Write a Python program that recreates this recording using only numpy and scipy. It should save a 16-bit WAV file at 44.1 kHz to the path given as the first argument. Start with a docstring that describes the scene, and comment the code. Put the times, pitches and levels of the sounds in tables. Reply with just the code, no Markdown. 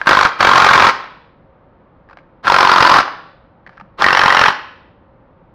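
"""Impact wrench on a pump housing

A cordless impact wrench tightens three bolts on a cast pump housing, in four short bursts on a workshop bench.
Hammer blows, about 45 a second, are impulses that ring resonant steel, with more chatter on a tight bolt.
Between bolts the socket clinks onto the next head; motor and gears are throbbing shaped noise.
The room rings on through decaying noise tails, and the close microphone overloads by flattening the peaks."""
import sys
import numpy as np
from scipy import signal
from scipy.fft import rfft, irfft
from scipy.io import wavfile
from scipy.ndimage import uniform_filter1d

SR = 44100
rng = np.random.default_rng(int(sys.argv[2]) if len(sys.argv) > 2 else 0)


def to_wav(s):
    """Save 16-bit WAV."""
    ch = np.atleast_2d(s).T  # columns
    pcm = np.round(np.clip(ch, -1, 1) * 32767)  # PCM
    wavfile.write(sys.argv[1], SR, pcm.astype(np.int16))


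N = 244314
TIME = np.arange(N) / SR


def gain_of(db):
    """Logarithmic level: decibels to an amplitude ratio."""
    return 10 ** (np.asarray(db) / 20)


def evened(x):
    """Power normalisation: scales to rms 1."""
    return x / np.sqrt(np.mean(x ** 2) + 1e-20)


def read(points, hz):
    """Interpolation on a logarithmic frequency axis."""
    f, value = np.transpose(points)
    return np.interp(np.log(hz + 1), np.log(f + 1), value)


def add(mix, s, sound):
    """Superposition: mixes a sound in at time s."""
    part = mix[max(round(s * SR), 0):][:len(sound)]
    part += sound[:len(part)]


def response(spectrum, modes=(), size=4096):
    """Minimum phase: the causal impulse response of a smooth spectrum with resonances on top."""
    hz = abs(np.fft.fftfreq(size, 1 / SR))
    db = read(spectrum, hz)
    for f, width, peak in modes:
        db = db + peak / (1 + (2 * (hz - f) / width) ** 2)
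    # the Hilbert transform of the log magnitude supplies the phase
    log_response = np.conj(signal.hilbert(np.log(gain_of(db))))
    return np.fft.ifft(np.exp(log_response)).real[:size // 2]


def noise(spectrum):
    """Spectral shaping: steady random noise of rms 1 with the given spectrum."""
    shape = gain_of(read(spectrum, np.fft.rfftfreq(N, 1 / SR)))
    return evened(irfft(rfft(rng.standard_normal(N)) * shape, N))


def strike(ring, chatter_s, rattle, settle_s, contacts_per_s, size=1024):
    """Impulse excitation: a hard contact, then tiny rebounds, ring the steel; rms 1 over about a blow period."""
    t = np.arange(size) / SR
    rebounds = rng.standard_normal(size) * (rng.random(size) < contacts_per_s / SR)
    contacts = rattle * rebounds * np.exp(-np.maximum(t - chatter_s, 0) / settle_s)
    contacts[0] = 1
    sound = signal.oaconvolve(contacts, ring)
    return sound * np.sqrt(size / np.sum(sound ** 2))


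# Spectrum of the still workshop's air. Each row: frequency in Hz, relative density in dB per Hz.
AIR_SPECTRUM = [(15, -20), (25, 2), (86, -1), (163, -3), (250, -5.5), (301, -5), (344, -6.5), (438, -10.5),
                (543, -2.5), (604, -7.5), (655, -10.5), (856, -10), (1210, -13), (3540, -37.5),
                (15000, -67.5)]
# Faint steady tones. Each row: frequency in Hz, relative level in dB.
HUM_TONES = [(166.9, -62.5), (538.3, -61), (651.4, -77.5), (759.0, -68.5), (904.4, -65)]


def background(air_db=-47.5, hum_db=-1):
    """Stationary noise and pure tones: the low rush of the room with a faint hum."""
    out = gain_of(air_db) * noise(AIR_SPECTRUM)
    for hz, db in HUM_TONES:
        tone = np.sin(2 * np.pi * (hz * TIME + rng.random()))
        out += gain_of(db + hum_db) * np.sqrt(2) * tone
    return out


# Runs of the motor and gears, up before the hammer engages and braked after it.
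# Each row: trigger pulled in seconds, trigger released in seconds, level of the noise at full speed in dB.
MOTOR_RUNS = [(-.03, 0.077, -34), (0.051, 0.284, -18.5), (0.375, 0.894, -14), (2.425, 3.017, -18.5),
              (3.971, 4.512, -17.5)]
# Spectrum of the gear noise. Each row: frequency in Hz, relative density in dB per Hz.
GEAR_SPECTRUM = [(60, -14.5), (300, -11.5), (700, -6.5), (1200, 2), (2200, -13), (5000, -17.5),
                 (16000, -32)]


def motor(run_up_s=.03, brake_s=0.0086, shaft_hz=240, mesh=0.19):
    """Amplitude modulation: gear noise grows with the square of motor speed and throbs once a shaft turn."""
    out, gears = np.zeros(N), noise(GEAR_SPECTRUM)
    for on, off, db in MOTOR_RUNS:
        run_up = np.clip((TIME - on) / run_up_s, 0, 1)
        # speed falls half as fast as its square, so brake_s is the decay time of the sound
        speed = run_up * np.exp(-np.maximum(TIME - off, 0) / (2 * brake_s))
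        throb = 1 + mesh * np.cos(2 * np.pi * np.cumsum(shaft_hz * speed) / SR)
        out += gain_of(db) * speed ** 2 * throb * gears
    return out


# Single knocks: stray hammer blows in the first burst, a tap as the tool runs down, and light touches of the socket.
# Each row: start in seconds, level in dB, ring in Hz, chatter in seconds.
KNOCK_ROWS = [(0.0151, -17.5, 1570, 0.00055), (0.0605, -23.5, 1200, 0.0024), (0.075, -6, 1460, .004),
              (.117, -8.5, 1307, .0027), (.256, -7, 1240, 0.004), (1.040, -30.5, 1370, .0014),
              (2.089, -49, 1700, 0.0011), (2.098, -44.5, 1050, .002), (2.1305, -43, 1390, .002),
              (2.172, -40.5, 1230, 0.00085), (2.4465, -33, 900, 0.0066), (2.4703, -10, 1170, 0.0006),
              (3.078, -23, 1060, 0.0078), (3.6647, -39.5, 1810, .002), (3.673, -42, 1850, .003),
              (3.778, -42, 1450, 0.00095), (3.799, -39.5, 1300, .003), (3.810, -37.5, 1000, 0.0025),
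              (4.0137, -15.5, 1310, .0012)]
# Steel of the single knocks and of the lightly touched socket.
# Each row: frequency in Hz, relative density in dB per Hz.
SOCKET_SPECTRUM = [(30, -26.5), (300, -23.5), (700, -4.5), (1100, -4.5), (1700, -3.5), (2400, -12),
                   (3600, -23), (4900, -19), (6500, -27.5), (16000, -46.5)]


def single_contacts(rows, ring_width_hz=600, ring_db=10):
    """Modal excitation: each single knock or tick stresses one resonance of the steel."""
    out = np.zeros(N)
    for s, db, hz, chatter_s in rows:
        ring = response(SOCKET_SPECTRUM, [(hz, ring_width_hz, ring_db)])
        contact = strike(ring, chatter_s, rattle=.3, settle_s=0.003, contacts_per_s=5500)
        add(out, s, gain_of(db) * contact)
    return out


# How the housing rings under each bolt, before each blow varies it.
# Each row: frequency in Hz, width in Hz, peak in dB over the plain steel spectrum.
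FIRST_BOLT_MODES = [(1064, 140, 4), (1456, 230, 3.5), (2320, 280, 4.5), (3350, 100, 3.5), (4496, 59, 3),
                    (7300, 1500, 5.5)]
SECOND_BOLT_MODES = [(1027, 160, 5), (1372, 150, 2), (3200, 91, 1.6), (4320, 100, 5.8), (5100, 190, 5.5)]
THIRD_BOLT_MODES = [(990, 370, 3.75), (1846, 620, 8.2), (2662, 260, 7), (3064, 206, 8), (5470, 480, 6.4)]
# Hammer, anvil and socket struck together. Each row: frequency in Hz, relative density in dB per Hz.
STEEL_SPECTRUM = [(30, -29), (130, -22), (200, -22.5), (300, -13.5), (450, -11), (620, -8), (900, -2),
                  (1250, 0.5), (1700, -4), (2300, -11.5), (3500, -18), (5000, -14), (6500, -16),
                  (8500, -25), (16000, -37.5)]
FREE_RATE, LOADED_RATE = 51, 47.2  # starting blows per s in the quicker first burst and in the later ones
# Bursts of hammering. Each row: first blow in seconds, trigger released in seconds, starting rate in blows per
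# second, relative force in dB, bolt tightness (0-1) at the start, the same at the end, easing off at the end in dB,
# first coasting tap in dB, bench boom in dB.
HAMMER_BURSTS = [(0.071, 0.267, FREE_RATE, -2, 0.27, .4, -2.5, -20.5, -1),
                 (0.406, 0.90, LOADED_RATE, 1, 0.29, 0.96, -13, -26, 6.5),
                 (2.478, 3.001, LOADED_RATE, 0, .05, 0.98, -0.5, -16.5, 0),
                 (4.021, 4.489, LOADED_RATE, -1.5, .0, .5, -1, -19, -9.5)]
SLOWING_S = .00007  # each gap between blows is this much longer than the last as the motor labours
LOOSE_DB, TIGHT_DB = -1.5, -1  # relative level of a blow on a loose and on a tight bolt
LOOSE_CHATTER_S, TIGHT_CHATTER_S = 0.00055, 0.0071  # typical chatter of the socket after it
COAST_FADE_DB = 6.5  # each tap of the coasting hammer is this much weaker
BENCH_HZ, BENCH_WIDTH_HZ = 110, 260  # the bench booms under the housing
GRAZE_TIGHT_DB = 6.5  # the grazing grows by this on a fully tight bolt
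EASE_S = 0.038  # the blows weaken over this time as the trigger is let go


def struck_steel(modes, boom_db):
    """Modal coupling: the socket seats differently at every blow and favours other, slightly shifted modes."""
    seating = np.clip(1 + .6 * rng.standard_normal(len(modes)), -.3, 2)
    detune = 1 + .03 * rng.standard_normal(len(modes))
    seated = [(hz * shift, width, db * share)
              for (hz, width, db), share, shift in zip(modes, seating, detune)]
    return response(STEEL_SPECTRUM, seated + [(BENCH_HZ, BENCH_WIDTH_HZ, boom_db)])


def hammer(burst, modes, uneven_db=1.37, limp=.35, limp_s=.0014, lug_db=-1.5, graze_db=-17, graze_s=.011, count=3):
    """Repeated impact: two lugs strike in turn, slower and with longer chatter as the bolt tightens, then coast."""
    start, stop, rate, force_db, tight_from, tight_to, ease_db, coast_db, boom_db = burst
    order = np.arange(int((stop - start) * rate) + count + 1)
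    times = start + order / rate + SLOWING_S * order ** 2 / 2
    out = np.zeros(N)
    for k, at in enumerate(times[times <= stop]):
        shift_s, strong, long, graze = rng.standard_normal(4) * [.0002, 1, .15, .25]
        ring = struck_steel(modes, boom_db)
        tight = np.clip(np.interp(at, [start, stop], [tight_from, tight_to]), 0, 1)
        chatter = LOOSE_CHATTER_S + tight * (TIGHT_CHATTER_S - LOOSE_CHATTER_S)
        # on a tight bolt one lug lands early and chatters long, the other late and short
        lug = (-1) ** k * tight
        level_db = force_db + LOOSE_DB + tight * (TIGHT_DB - LOOSE_DB)
        level_db += uneven_db * strong + lug_db * lug
        level_db += np.interp(at, [stop - EASE_S, stop], [0, ease_db])
        blow_chatter = chatter * np.exp(limp * lug + long)
        blow = strike(ring, blow_chatter, rattle=.35, settle_s=0.0017, contacts_per_s=6000)
        add(out, at - limp_s * lug + shift_s, gain_of(level_db) * blow)
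        # between blows the lug grazes over the top of the anvil
        scrape = strike(ring, chatter, rattle=1.3, settle_s=0.0061, contacts_per_s=3000)
        scrape_db = level_db + graze_db + GRAZE_TIGHT_DB * tight
        add(out, at + graze_s * (1 + graze), gain_of(scrape_db) * scrape)
    coasting_ring = response(STEEL_SPECTRUM, modes)
    for k, at in enumerate(times[times > stop][:count]):
        tap = strike(coasting_ring, LOOSE_CHATTER_S, rattle=2.0, settle_s=0.002, contacts_per_s=3400)
        add(out, at, gain_of(coast_db - COAST_FADE_DB * k) * tap)
    return out


# The socket feels its way onto a bolt head. Each row: start in seconds, end in seconds, relative level in dB.
FUMBLE_ROWS = [(2.104, 2.125, -47.5), (2.175, 2.2, -48), (3.682, 3.775, -47.5)]
TICK_GAP_S, TICK_HZ, TICK_CHATTER_S = 0.043, 1450, .003  # nominal spacing and pitch, and the chatter of a tick


def ticks(uneven_db=2, spread=.18):
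    """Random excitation: light touches scattered through each fumble, as rows like those of the knocks."""
    rows = []
    for start, end, db in FUMBLE_ROWS:
        for s in np.arange(start, end, TICK_GAP_S):
            late, strong, high = rng.standard_normal(3)
            at = s + TICK_GAP_S * spread * abs(late)
            hz = TICK_HZ * np.exp(spread * high)
            rows.append((at, db + uneven_db * strong, hz, TICK_CHATTER_S))
    return rows


def sliding(slide_db=-6, fade_s=.012):
    """Friction noise: during each fumble the socket's rim slides over the bolt head."""
    level = np.zeros(N)
    for start, end, db in FUMBLE_ROWS:
        fade = np.interp(TIME, [start, start + fade_s, end, end + 2 * fade_s], [0, 1, 1, 0])
        level += gain_of(db + slide_db) * fade
    return level * noise(SOCKET_SPECTRUM)


# Dull bumps of the housing as the tool settles on it. Each row: start in seconds, level in dB, frequency in Hz.
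BUMP_ROWS = [(3.678, -42.5, 175.2), (3.818, -37, 197.2)]


def bumps(t60=0.15):
    """Damped oscillation: the heavy housing rocks briefly on the bench."""
    out, t = np.zeros(N), np.arange(SR // 4) / SR
    for s, db, hz in BUMP_ROWS:
        decay = 10 ** (-3 * t / t60)
        add(out, s, gain_of(db) * decay * np.sin(2 * np.pi * hz * t))
    return out


# Reverberation of the room. Each row: frequency in Hz, time to decay by 60 dB in seconds.
ROOM_DECAY = [(100, 0.22), (250, 0.9), (550, 0.65), (1400, 0.61), (3700, 0.69), (8000, 0.33), (16000, 0.61)]


def tail(build_s=0.0013):
    """Diffuse reverberation: sparse random reflections build up, then die band by band."""
    reflections = rng.standard_normal(SR) * (rng.random(SR) < 4000 / SR)
    hz, t, z = signal.stft(reflections, SR, nperseg=256)
    decay = 10 ** (-3 * t / read(ROOM_DECAY, hz)[:, None])
    z = z * decay * (1 - np.exp(-(t / build_s) ** 2))
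    taps = signal.istft(z, SR, nperseg=256)[1]
    return taps / np.linalg.norm(taps)


def workshop(x, near_db=-16, room_db=-15, near_s=0.0058, count=3):
    """Reflection: quick echoes off bench and worker, and a room tail that shifts as the tool moves."""
    t = np.arange(SR // 20) / SR
    echoes = rng.choice([-1., 1.], len(t)) * (rng.random(len(t)) < 1500 / SR)
    near = echoes * (t > .002) * np.exp(-t / near_s)
    out = x + gain_of(near_db) * signal.oaconvolve(x, near / np.linalg.norm(near))[:N]
    # the sound is steadily passed round between several tails
    for k in range(count):
        share = np.sqrt(2 / count) * np.cos(np.pi * (2.5 * TIME + k / count))
        out = out + gain_of(room_db) * signal.oaconvolve(x * share, tail())[:N]
    return out


def scene():
    """Superposition of the four bursts (two on the first bolt), motor and single contacts in the room."""
    bolts = [FIRST_BOLT_MODES, FIRST_BOLT_MODES, SECOND_BOLT_MODES, THIRD_BOLT_MODES]
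    blows = sum(hammer(burst, modes) for burst, modes in zip(HAMMER_BURSTS, bolts))
    contacts = single_contacts(KNOCK_ROWS) + single_contacts(ticks()) + sliding()
    sources = motor() + contacts + blows + bumps()
    return (workshop(sources) + background())[None]


def overload(x, ceiling, knee):
    """Saturation: linear for small signals, flattening toward the ceiling."""
    return x / (1 + abs(x / ceiling) ** knee) ** (1 / knee)


# Frequency response of the microphone. Each row: frequency in Hz, gain in dB.
MICROPHONE_RESPONSE = [(20, -7), (100, -1), (4000, -2.5), (5300, -8.5), (6500, -15.5), (7900, -22.5),
                       (9500, -23), (16000, -22.5)]
# Faint treble fizz on loud passages. Each row: frequency in Hz, relative density in dB per Hz.
FIZZ_SPECTRUM = [(30, -42.5), (4000, -20.5), (6500, 2), (9000, 2.5), (16000, -14.5)]


def record(dry, fizz_db=-37, edge_hz=15750):
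    """Nonlinear transduction: the microphone flattens blows and dulls treble; fizz follows power; band limit."""
    flattened = overload(dry[0], ceiling=.98, knee=8)
    coloured = signal.oaconvolve(flattened, response(MICROPHONE_RESPONSE))[:N]
    clipped = overload(coloured, ceiling=1.05, knee=10)
    power = abs(uniform_filter1d(clipped ** 2, size=1500))
    fizz = power / np.sqrt(power.max()) * noise(FIZZ_SPECTRUM)
    out = clipped + gain_of(fizz_db) * fizz
    low_pass = signal.firwin(511, edge_hz, window=("kaiser", 9), fs=SR)
    return signal.oaconvolve(out, low_pass, "same")[None]


dry = scene()
out = record(dry)
to_wav(out)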